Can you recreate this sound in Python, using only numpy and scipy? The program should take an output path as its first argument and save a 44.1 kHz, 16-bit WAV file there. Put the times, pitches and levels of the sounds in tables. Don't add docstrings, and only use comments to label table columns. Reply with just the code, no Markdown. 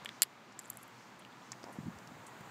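import sys
import numpy as np
from scipy import signal
from scipy.fft import rfft, irfft
from scipy.io import wavfile

SR = 44100
rng = np.random.default_rng(int(sys.argv[2]) if len(sys.argv) > 2 else 0)


def inscribe(sig):
    pcm = np.round(np.clip(np.atleast_2d(sig).T, -1, 1) * 32767)
    wavfile.write(sys.argv[1], SR, pcm.astype(np.int16))


N = 110250

# f/Hz, level/dB, bandwidth/Hz
FRACTURE_MODES = [(417, -7.5, 570), (1042, -4.5, 550), (1644, 2.5, 380), (2200, 3, 200), (2900, 9, 160),
                  (4120, 8, 310), (4780, 7.5, 490), (7340, 13, 670), (8600, 9.5, 900), (10400, 8, 680),
                  (13500, 5, 700), (14300, 5, 660)]
# f/Hz, level/dB, bandwidth/Hz
SHEET_MODES = [(378, 11, 380), (750, -2.5, 240), (1100, 1, 160), (1680, 2.5, 240), (2184, 2.5, 190),
               (2820, -3.5, 390), (3264, -1.5, 200), (3560, -4, 340), (4170, -3.5, 300), (4770, -2.5, 570)]


def breaking():
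    # t/s, sheet level/dB, most excited f/Hz, narrowness factor, fracture level/dB
    ticks = [(.0480, -10.5, 1500, 0.51, -30), (0.0582, 4, 3230, 1.2, -32), (0.0599, -6.5, 2300, 1.0, -48),
             (.0905, -2.5, 3560, 0.97, -41), (.0911, -12, 2200, 1.5, -55), (1.221, -14.5, 3280, 3, -62),
             (1.25, -8, 2810, 3.6, -68), (1.321, -20, 3620, 2.6, -60), (1.327, -19, 3600, 2.5, -60.5),
             (1.42, -15.5, 3410, 2.5, -63), (1.5192, -6.5, 1090, 1.8, -60), (1.531, -13.5, 2410, 0.6, -48),
             (2.4083, -21.5, 1980, 0.87, -43)]
    snap_s = 0.2202
    out = np.zeros(N)
    add(out, snap_s, strike(FRACTURE_MODES, db=1, vary_db=0.1, detune=0.002))
    for s, db, focus_hz, narrowness, fracture_db in ticks:
        sheet = strike(SHEET_MODES, db, focus_hz, narrowness)
        add(out, s, sheet + strike(FRACTURE_MODES, fracture_db))
    return out


def skitter():
    # f/Hz, level/dB, bandwidth/Hz
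    chip_modes = [(4870, -13, 1000), (7200, -2.5, 420), (7870, -3.5, 340), (8400, -6.5, 330),
                  (10030, -8.5, 300), (10450, -4.5, 300), (11400, -6, 350), (12400, -9.5, 400),
                  (12750, -2.5, 300), (13900, -11, 450)]
    # t/s, chip level/dB, its most excited f/Hz, sheet level/dB, its most excited f/Hz
    impacts = [(0.224, 7, 14000, -2, 3470), (0.2261, 5, 9800, 7.5, 4650), (0.2285, 6, 10800, 0, 4670),
               (0.2308, 13, 13100, -2, 4700), (0.2336, 2, 11500, 2.5, 4700), (.2346, -7.5, 13000, 0, 2870),
               (0.5914, 0, 7800, -13, 1640), (0.5942, -9, 14500, -20.5, 4700),
               (0.5992, -13, 7200, -27, 1650), (.6130, -24.5, 7300, -35, 1644),
               (.635, -29, 14000, -35, 1650), (.642, -22, 7900, -22, 3400), (.648, -22, 6900, -32, 3400),
               (.654, -18.5, 7600, -35, 3400), (.6576, -16, 8300, -18, 1660), (0.7005, -4, 7800, -19, 4700),
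               (.7016, 1.5, 12800, -22, 1650), (0.7319, -19, 8200, -17, 1650),
               (0.754, -29, 10500, -35, 3400), (0.7715, -7.5, 11000, -21, 1650),
               (.8163, -26, 10700, -35, 3400), (0.8296, -14, 11900, -39, 3400),
               (0.8337, -15, 10400, -37, 3400), (.879, -22.5, 12700, -37, 3400)]
    out = np.zeros(N)
    for s, chip_db, chip_hz, sheet_db, sheet_hz in impacts:
        add(out, s, strike(chip_modes, chip_db, chip_hz) + strike(SHEET_MODES, sheet_db, sheet_hz))
    return out


def crumbs(count=60, start_s=0.595, length_s=0.23, low_hz=6940, high_hz=15100):
    out = np.zeros(N)
    for when, faintness, pitch in rng.random((count, 3)):
        hz = low_hz * (high_hz / low_hz) ** pitch
        ping = resonate(impulse(), hz, width_hz=720)
        add(out, start_s + when * length_s, from_db(-30.5 - 16 * faintness) * ping)
    return out


def splits():
    # t/s, level/dB
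    hairlines = [(1.5192, -10), (1.5226, -15)]
    out = np.zeros(N)
    tick = signal.sosfilt(signal.butter(3, [4900, 7800], "band", fs=SR, output="sos"), impulse())
    for s, db in hairlines:
        add(out, s, from_db(db) * tick + strike(FRACTURE_MODES, db - 30))
    return out


def crackles(size=4096):
    # t/s, initial level/dB, centre f/Hz, bandwidth/Hz, decay time/s
    bursts = [(.523, -58.5, 6200, 2300, .005), (1.1924, -57.5, 8500, 4990, 0.0058),
              (1.631, -46.5, 4200, 3000, 0.0018), (1.6406, -43.5, 5630, 3030, 0.0016),
              (1.7247, -60, 8900, 6000, 0.015), (1.987, -51.5, 5300, 4970, 0.0014),
              (2.0737, -49, 4800, 3950, 0.0027), (2.2662, -53, 7850, 3960, 0.011)]
    out, t = np.zeros(N), np.arange(size) / SR
    for s, db, hz, width_hz, decay_s in bursts:
        grit = resonant_noise(hz, width_hz, size)
        add(out, s, from_db(db) * grit * np.exp(-t / decay_s))
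    return out


def scatter(x, size=8192):
    car_body, surroundings = (-9, 0.028, 4500), (-25.5, 0.063, 13000)  # level/dB, T60/s, cutoff f/Hz
    t, response = np.arange(size) / SR, 0
    for db, t60, cut_hz in (car_body, surroundings):
        echoes = rng.standard_normal(size) * np.exp(-np.log(1000) * t / t60) * (t > 0.001)
        echoes /= np.linalg.norm(echoes)
        response += from_db(db) * signal.lfilter(*signal.butter(1, cut_hz, fs=SR), echoes)
    return signal.fftconvolve(x, response)[:N]


def hand_bumps(sag_octaves_per_s=34, size=4096):
    # t/s, peak level/dB, f/Hz at the peak, rise time/s
    bumps = [(1.7846, -30.5, 212, 0.0037), (1.7971, -41, 165, 0.0087), (1.829, -41.5, 165, .009),
             (1.8550, -35.5, 146, 0.0073), (1.8654, -36.5, 270, 0.005), (1.8770, -33, 215, .007),
             (1.893, -44, 124, 0.007), (1.931, -53, 200, 0.0078), (1.949, -51, 90.5, .014),
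             (1.968, -53, 250, .005), (2.1160, -46, 223, 0.0041), (2.147, -52, 119, 0.0069),
             (2.4050, -43, 163, 0.0048)]
    out, t = np.zeros(N), np.arange(size) / SR
    for s, db, hz, rise_s in bumps:
        swell = (t / rise_s * np.exp(1 - t / rise_s)) ** 3
        pitch = hz * 2 ** (-sag_octaves_per_s * (t - rise_s))
        add(out, s, from_db(db) * swell * np.sin(2 * np.pi * np.cumsum(pitch) / SR))
    return out


def palm_rub():
    # t/s, level/dB
    rub_levels = [(1.77, -90), (1.79, -60), (1.825, -67), (1.885, -49), (1.91, -51), (1.96, -72),
                  (2.05, -69), (2.14, -58.5), (2.31, -71), (2.41, -67), (2.5, -60)]
    return resonant_noise(hz=114, width_hz=130) * envelope(rub_levels)


def grip_creaks(knock_s=1.6408, slip_gap_s=0.0071, jitter=0.16, fade_db_per_s=80):
    # f/Hz, level/dB, bandwidth/Hz
    casing_modes = [(307, 0, 160), (740, 1.5, 420), (974, 6, 110)]
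    # t/s, duration/s, initial level/dB
    creaks = [(1.666, .052, -10.5), (1.757, .012, -11.5)]
    out = np.zeros(N)
    add(out, knock_s, from_db(-5.5) * resonate(impulse(), hz=326, width_hz=430))
    for s, length_s, db in creaks:
        gaps = slip_gap_s * np.exp(jitter * rng.standard_normal(16))
        slip_times = np.cumsum(gaps) - gaps[0]
        for after in slip_times[slip_times < length_s]:
            slip = strike(casing_modes, db - fade_db_per_s * after, vary_db=0.5, detune=0.056)
            add(out, s + after, slip)
    return signal.sosfilt(signal.butter(2, 2800, fs=SR, output="sos"), out + 1e-18)


def rustle():
    # t/s, level/dB
    rustle_levels = [(0, -71.5), (.15, -66), (.28, -76.5), (.55, -72), (.9, -74.5), (1.0, -68),
                     (1.15, -73.5), (1.3, -74), (1.47, -68), (1.6, -71), (2.5, -80)]
    return resonant_noise(hz=5400, width_hz=3200) * envelope(rustle_levels)


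def outdoor_air():
    # f/Hz, relative level/dB
    air_spectrum = [(25, -44), (45, -27.5), (70, -18.5), (95, -15.5), (118, 2), (145, -4), (210, 0.5),
                    (290, -4.5), (480, -9.5), (700, -7), (950, -5), (1400, -8), (1950, -12), (2900, -18.5),
                    (5000, -24.5)]
    hiss_spectrum = [(2350, -31), (4000, -2.5), (5590, -8.5), (7010, -1), (10000, -14), (11400, -14),
                     (14200, -10), (15500, -15)]
    # t/s, relative level/dB
    rumble_levels = [(0, -58.5), (.3, -66.5), (.62, -62.5), (.74, -60), (.88, -63), (1.5, -62),
                     (1.9, -58.5), (2.25, -61.5), (2.5, -61)]
    hiss_levels = [(0.26, -76.5), (0.53, -81), (0.76, -73.5), (1.28, -77.5), (1.82, -71.5), (2.19, -72),
                   (2.5, -69.5)]
    # t/s, relative middle level/dB, relative treble level/dB
    wind_levels = [(0.0, -54, -60.5), (0.29, -59, -66), (0.73, -58, -64.5), (1.21, -58, -65),
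                   (1.68, -56, -65.5), (2.5, -54.5, -63)]
    rumble = envelope(rumble_levels) * band_noise(air_spectrum, 20, 300)
    middle = envelope(wind_levels) * band_noise(air_spectrum, 300, 2000)
    treble = envelope(wind_levels, column=2) * band_noise(air_spectrum, 2000, 5000)
    hiss = envelope(hiss_levels) * band_noise(hiss_spectrum, 5000, 16000)
    return rumble + middle + from_db(0.32) * treble + from_db(2.14) * hiss


def strike(modes, db, focus_hz=None, narrowness=1, vary_db=1.0, detune=0.006):
    hz, level_db, width_hz = np.transpose(modes)
    chance = rng.standard_normal((len(hz), 2))
    if focus_hz:
        octaves = np.log2(hz / focus_hz)
        level_db = level_db - narrowness * np.maximum(-12.5 * octaves, 33.5 * octaves)
    gains = from_db(db + level_db + vary_db * chance[:, 0])
    hz = hz * (1 + detune * chance[:, 1])
    return sum((-1) ** k * gains[k] * resonate(impulse(), hz[k], width_hz[k]) for k in range(len(hz)))


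def resonate(x, hz, width_hz):
    r = np.exp(-np.pi * width_hz / SR)
    feedback = [1, -2 * r * np.cos(2 * np.pi * hz / SR), r * r]
    return signal.lfilter(np.array([1, 0, -1]) * (1 - r * r) / 2, feedback, x)


def resonant_noise(hz, width_hz, size=N):
    once = resonate(rng.standard_normal(size), hz, width_hz)
    return unit_rms(resonate(once, hz, width_hz))


def band_noise(spectrum, low_hz, high_hz):
    hz = np.arange(N // 2 + 1) * SR / N + 1e-3
    points_hz, db = np.transpose(spectrum)
    gain = from_db(np.interp(np.log(hz), np.log(points_hz), db))
    in_band = (hz > low_hz) & (hz <= high_hz)
    return unit_rms(irfft(rfft(rng.standard_normal(N)) * gain * in_band, N))


def envelope(levels, column=1):
    columns = np.transpose(levels)
    return from_db(np.interp(np.arange(N) / SR, columns[0], columns[column]))


def impulse(size=4096):
    return signal.unit_impulse(size) + 1e-18


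def from_db(db):
    return 10 ** (np.asarray(db) / 20)


def unit_rms(x):
    return x / np.sqrt(np.mean(x ** 2) + 1e-20)


def add(out, s, x):
    i = int(np.clip(s * SR, 0, N - 1))
    out[i:i + len(x)] += x[:N - i]


def scene():
    ice = breaking() + skitter() + crumbs() + splits() + crackles()
    reflections = scatter(ice)
    bass_rolloff = signal.butter(2, 73, "high", fs=SR, output="sos")
    hand = signal.sosfilt(bass_rolloff, palm_rub() + hand_bumps() + grip_creaks())
    return (ice + reflections + hand + outdoor_air() + rustle())[None]


def record(dry):
    cutoff_hz = 15600
    return signal.sosfilt(signal.ellip(10, 0.2, 80, cutoff_hz, fs=SR, output="sos"), dry)


dry = scene()
out = record(dry)
inscribe(out)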